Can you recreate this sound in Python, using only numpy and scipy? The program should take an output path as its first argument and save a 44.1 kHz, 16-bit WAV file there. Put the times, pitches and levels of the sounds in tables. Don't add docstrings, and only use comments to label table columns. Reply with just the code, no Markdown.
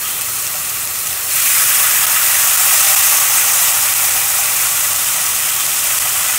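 import sys
import numpy as np
from scipy import signal
from scipy.fft import rfft, irfft, next_fast_len
from scipy.io import wavfile
from scipy.ndimage import uniform_filter1d, minimum_filter1d

SR = 44100
rng = np.random.default_rng(int(sys.argv[2]) if len(sys.argv) > 2 else 0)


def invert_db(level):
    return 10 ** (np.asarray(level, dtype=float) / 20)


def wav_record(signal):
    frames = np.transpose(np.atleast_2d(signal))
    bounded = np.clip(frames, -1, 1)
    quanta = np.round(bounded * 32767).astype(np.int16)
    wavfile.write(sys.argv[1], SR, quanta)


N = 281358

# pitch_hz, level_db [dB per Hz]
FAN_AIR = [(15, -45), (35, -25), (58, -5.5), (90, -6.5), (170, -9), (200, -12), (400, -10), (700, -10.5),
           (1100, -23.5), (2000, -60)]
# pitch_hz, width_hz, level_db
FAN_TONES = [
    (72.4, 12, -53),
    (115.6, 22, -48.5),
    (155.5, 7.6, -54),
    (223, 13, -62),
    (490, 5, -55),
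]
# start_s, peak_db
KNOCK = [
    (0.545, -25),
]
# pitch_hz, level_db, t60_s
KNOCK_MODES = [
    (614, 4, 0.067),
    (758, -1, 0.3),
    (1106, -10, .07),
]
# start_s, peak_db (above 0 the limiter ducks), pitch_hz
POPS = [(0.1128, -5, 10700), (0.212, -1, 9600), (0.2188, 1, 10600), (0.3343, -7, 11200),
        (0.3611, -6, 12100), (0.369, -8, 10700), (0.4678, -4, 6500), (0.476, -2.5, 9500),
        (0.6473, -5, 11200), (0.8542, -9, 10700), (0.875, -4.5, 7600), (0.9892, -2, 11900),
        (1.0716, -3.5, 7460), (1.0763, -2, 11200), (1.1292, -3, 9700), (1.405, 5, 9800),
        (2.0558, 11, 11600), (2.5626, 8, 10400), (2.9495, 6.5, 8400), (3.9392, 6, 8400), (4.0954, 4, 10700),
        (4.2593, 1, 12500), (4.459, 2, 9400), (4.5659, -1, 8500), (4.9333, 5, 10600), (5.265, 0, 6500),
        (5.6655, 3, 8000), (5.9877, 10, 9400), (6.232, 1, 8800), (6.2656, 3.5, 9300)]
# pitch_hz, level_db [dB per Hz]
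STEAM = [(250, -28), (450, -25), (600, -12.5), (900, -3), (1400, -2.5), (2400, -3), (3500, -6.5),
         (4500, -9), (5600, -5), (7000, -2), (8800, -1), (11000, -4.5), (13000, -4), (15700, -3.5)]
# pitch_hz, width_hz, level_db (negative: dead spots between modes)
PAN_MODES = [(492, 8, 12), (520, 18, -6), (603.5, 39, 8.5), (672, 29, -9.5), (768, 16, 3), (804, 16, 4.5),
             (830, 33, -4.5), (1138.4, 37, 9.5), (1278, 92, 5), (1944, 260, 5), (2157, 46, -7.5),
             (2620, 720, 5.5), (2830, 120, -1), (4410, 390, -1.5)]
# start_s, vigour_db, looseness [how freely pan and thin spray sound around the fizz]
BOIL = [(0, -26, 1.2), (.35, -24.5, -1.1), (.68, -25.5, 0.24), (1.0, -25, -.8), (1.26, -25, 0),
        (1.33, -20.5, -.5), (1.47, -17, -0.62), (1.9, -17.5, 1.9), (2.2, -18, 1.7), (2.45, -17, 0.3),
        (2.8, -14.5, 0.36), (3.2, -17, 0.96), (3.55, -17, -0.086), (3.85, -18, -0.21), (4.12, -19, 0.19),
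        (4.7, -19, -0.67), (5.5, -20, -0.39), (6.38, -19.5, 0.35)]
# level_db [against the vigour], loose_db [per looseness], lag_s, fade_db [per s]
REGIONS = [
    (-17, 0.5, .35, 0),
    (-7, 1, 0.032, 0),
    (-10.5, -0.2, .01, 0),
    (-0.72, 0, .002, 0),
    (.3, 0.4, .01, 0.56),
]
# start_s, length_s, pitch_hz, gain_db
POCKETS = [(.06, 0.18, 3180, 7.5), (0.0, 1.5, 4300, 4.5), (0, 1.05, 1180, 3), (1.3, .45, 11000, 2),
           (1.34, 0.26, 2400, 5.5), (1.5, .3, 2260, 2), (1.2, 1.3, 1700, 4), (3, 0.61, 6250, 3),
           (2.6, 2.1, 813, 4), (3.85, 0.94, 2350, 3), (3.2, 0.27, 1150, 3), (5, 1.4, 3170, 3)]
# start_s, low_hz
SIDE_HISS = [(.29, 5700), (.685, 7600), (1.265, 14500), (1.36, 6900), (2.26, 13800), (2.89, 5440),
             (2.89, 14400), (3.145, 6900), (3.145, 14500), (3.24, 9700), (3.305, 10400), (3.305, 4030),
             (3.355, 7600), (3.4, 9000), (3.4, 12500), (3.79, 10360), (4.35, 8300), (4.35, 9100),
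             (5.35, 9000), (5.535, 8300)]
EDGE_HZ = 15760


def evened(x):
    return x / np.sqrt(np.mean(x ** 2) + 1e-20)


def read(points, hz):
    f, value = np.transpose(points)
    return np.interp(np.log(hz + 1), np.log(f + 1), value)


def resonance(hz, centre_hz, width_hz):
    return 1 / (1 + (2 * (hz - centre_hz) / width_hz) ** 2)


def drift(per_s):
    knots = rng.standard_normal(4000)
    return evened(np.interp(np.arange(N) * per_s / SR, np.arange(4000), knots))


def colour(x, hz, gain_db):
    log_gain = np.log(invert_db(np.maximum(gain_db - gain_db.max(), -80)))
    mirrored = np.r_[log_gain, log_gain[-2:0:-1]]
    phase = -signal.hilbert(mirrored).imag[:len(hz)]
    return signal.oaconvolve(x, irfft(np.exp(log_gain + 1j * phase)))[:N]


def fan():
    hz = np.fft.rfftfreq(N, 1 / SR)
    air = irfft(rfft(rng.standard_normal(N)) * invert_db(read(FAN_AIR, hz)), N)
    out = invert_db(-42.5) * evened(air)
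    for pitch_hz, width_hz, level_db in FAN_TONES:
        tone = irfft(rfft(rng.standard_normal(N)) * resonance(hz, pitch_hz, width_hz), N)
        out += invert_db(level_db) * evened(tone)
    return out


def kitchen(x, wet_db, t60):
    at = np.arange(60, 6000, 20) + rng.integers(0, 20, (3, 297))
    echoes = rng.choice([-1., 1.], at.shape) * invert_db(-60 * at / SR / t60)
    taps = np.zeros((3, 6100))
    np.put_along_axis(taps, at, echoes, 1)
    turns = np.arange(N) / SR * 9 + np.arange(3)[:, None] / 3
    spots = np.cos(2 * np.pi * turns) * np.sqrt(2 / 3)
    tails = signal.oaconvolve(x * spots, taps / np.linalg.norm(taps[0]), axes=1)[:, :N]
    return x + invert_db(wet_db) * tails.sum(0)


def knock():
    (start_s, peak_db), = KNOCK
    t = np.maximum(np.arange(N) / SR - start_s, 0)
    ring = sum(invert_db(db - 60 * t / t60) * np.sin(2 * np.pi * hz * t) for hz, db, t60 in KNOCK_MODES)
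    return invert_db(peak_db - 3) * ring * (1 - np.exp(-t / .003))


def burst(hz, cycles):
    turns = np.arange(200) / SR * hz
    wave = np.sin(2 * np.pi * turns) * np.exp(-turns / cycles) * (1 - np.exp(-turns / 0.45))
    return wave / abs(wave).max()


def spits():
    per_s, rise_db_per_s = 26, 1.1
    when, size, pitch = rng.random((200, 3)).T
    start_s = (np.arange(200) + when) / per_s
    peak_db = -15 + 7.5 * size + rise_db_per_s * start_s
    pitch_hz = 8000 + 5000 * pitch
    rows = np.transpose([start_s, peak_db, pitch_hz])
    return rows[(start_s > 1e-3) & (start_s < N / SR)]


def pops():
    out = np.zeros(N + 200)
    for start_s, peak_db, hz in [*POPS, *spits()]:
        pop = burst(hz * 0.89, 1.9) + 0.85 * burst(hz * 1.43, 2.1) + 0.34 * burst(hz * 0.55, 1.0)
        pop += 0.16 * burst(2900, 2.0)
        out[round(start_s * SR) - 4:][:200] += invert_db(peak_db) * pop / abs(pop).max()
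    return kitchen(out[:N], wet_db=-9, t60=0.027)


def bubbles(per_s, spread_db, cycles, clump_db):
    chance, size, kind = rng.random(N), rng.exponential(1, N), rng.integers(0, 24, N)
    bursting = chance < per_s / SR * invert_db(clump_db * drift(60))
    train = invert_db(spread_db * np.minimum(size, 4.5)) * bursting
    out = np.zeros(N)
    for k, hz in enumerate(np.linspace(700, 17000, 24)):
        grain = burst(hz, cycles)
        out += signal.oaconvolve(train * (kind == k), grain / np.linalg.norm(grain))[:N]
    return evened(out)


def cracks():
    size = invert_db(3.6 * np.minimum(rng.exponential(1, N), 4))
    return evened(size * (rng.random(N) < 900 / SR) * rng.choice([-1, 1], N))


def steam():
    sharp = bubbles(per_s=5000, spread_db=2.5, cycles=1.68, clump_db=1.16) + invert_db(-5.5) * cracks()
    hiss = evened(rng.standard_normal(N))
    drive = kitchen(sharp, wet_db=-2, t60=0.072) + invert_db(4.5) * hiss
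    drive *= invert_db(0.26 * drift(45) + 0.11 * drift(11))
    hz = np.fft.rfftfreq(16384, 1 / SR)
    pan_db = sum(db * resonance(hz, f, width) for f, width, db in PAN_MODES)
    return colour(drive, hz, read(STEAM, hz) + pan_db)


def sizzle():
    start_s, vigour_db, loose = np.transpose(BOIL)
    spectrum, hz = rfft(steam()), np.fft.rfftfreq(N, 1 / SR)
    above = [1 / (1 + (edge / (hz + 1)) ** 8) for edge in (0, 1000, 3300, 5400, 11000)] + [0]
    out, t = np.zeros(N), np.arange(N) / SR
    for k, (db, loose_db, lag_s, fade_db) in enumerate(REGIONS):
        region = irfft(spectrum * (above[k] - above[k + 1]) * (hz < EDGE_HZ), N)
        level_db = np.interp(t, start_s, vigour_db + loose_db * loose)
        keep = np.exp(-1 / (lag_s * SR + 1))
        late_db = level_db[0] + signal.lfilter([1 - keep], [1, -keep], level_db - level_db[0])
        out += invert_db(late_db + db - fade_db * t + 0.22 + 0.3 * drift(30)) * evened(region)
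    return out


def pockets(x):
    q, edge_s = 11, 0.064
    fast = 2 * next_fast_len(N // 2 + 1)
    spectrum, hz = rfft(x, fast), np.fft.rfftfreq(fast, 1 / SR)
    t, out = np.arange(N) / SR, x
    for start_s, length_s, pitch_hz, gain_db in POCKETS:
        rise, fall = t - start_s + edge_s, start_s + length_s - t
        shape = np.clip(np.minimum(rise, fall) / edge_s, 0, 1)
        band = irfft(spectrum * resonance(hz, pitch_hz, pitch_hz / q), fast)[:N]
        out = out + (invert_db(gain_db) - 1) * shape * band
    return out


def scene():
    return np.tile(fan() + knock() + pops() + pockets(sizzle()), (2, 1))


def side_hiss(mono):
    width_hz = 1270
    side, hz = np.zeros(N), np.fft.rfftfreq(2048, 1 / SR)
    for start_s, low_hz in SIDE_HISS:
        at = round(start_s * SR) - 1024
        size = abs(rfft(mono[at:at + 2048])) * (hz > low_hz) * (hz < low_hz + width_hz)
        side[at:at + 2048] += irfft(size * np.exp(2j * np.pi * rng.random(1025))) * np.hanning(2048)
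    return invert_db(-3.5) * np.array([side, -side])


def limiter(dry):
    over_db = np.maximum(20 * np.log10(abs(dry[0]) + 1e-9) - .3, 0)
    held_db = -minimum_filter1d(-over_db, size=441, origin=220)
    held_db = uniform_filter1d(held_db, size=12)
    return np.clip(dry / invert_db(0.8 * held_db), -.92, .92)


def roll_off(x):
    return signal.sosfilt(signal.butter(12, 16890, fs=SR, output="sos"), x)


def record(dry):
    lowpass = signal.firwin(1023, EDGE_HZ, window=("kaiser", 9), fs=SR)
    band = signal.oaconvolve(limiter(dry), lowpass[None], "same")
    return roll_off(band + side_hiss(band[0]))


dry = scene()
out = record(dry)
wav_record(out)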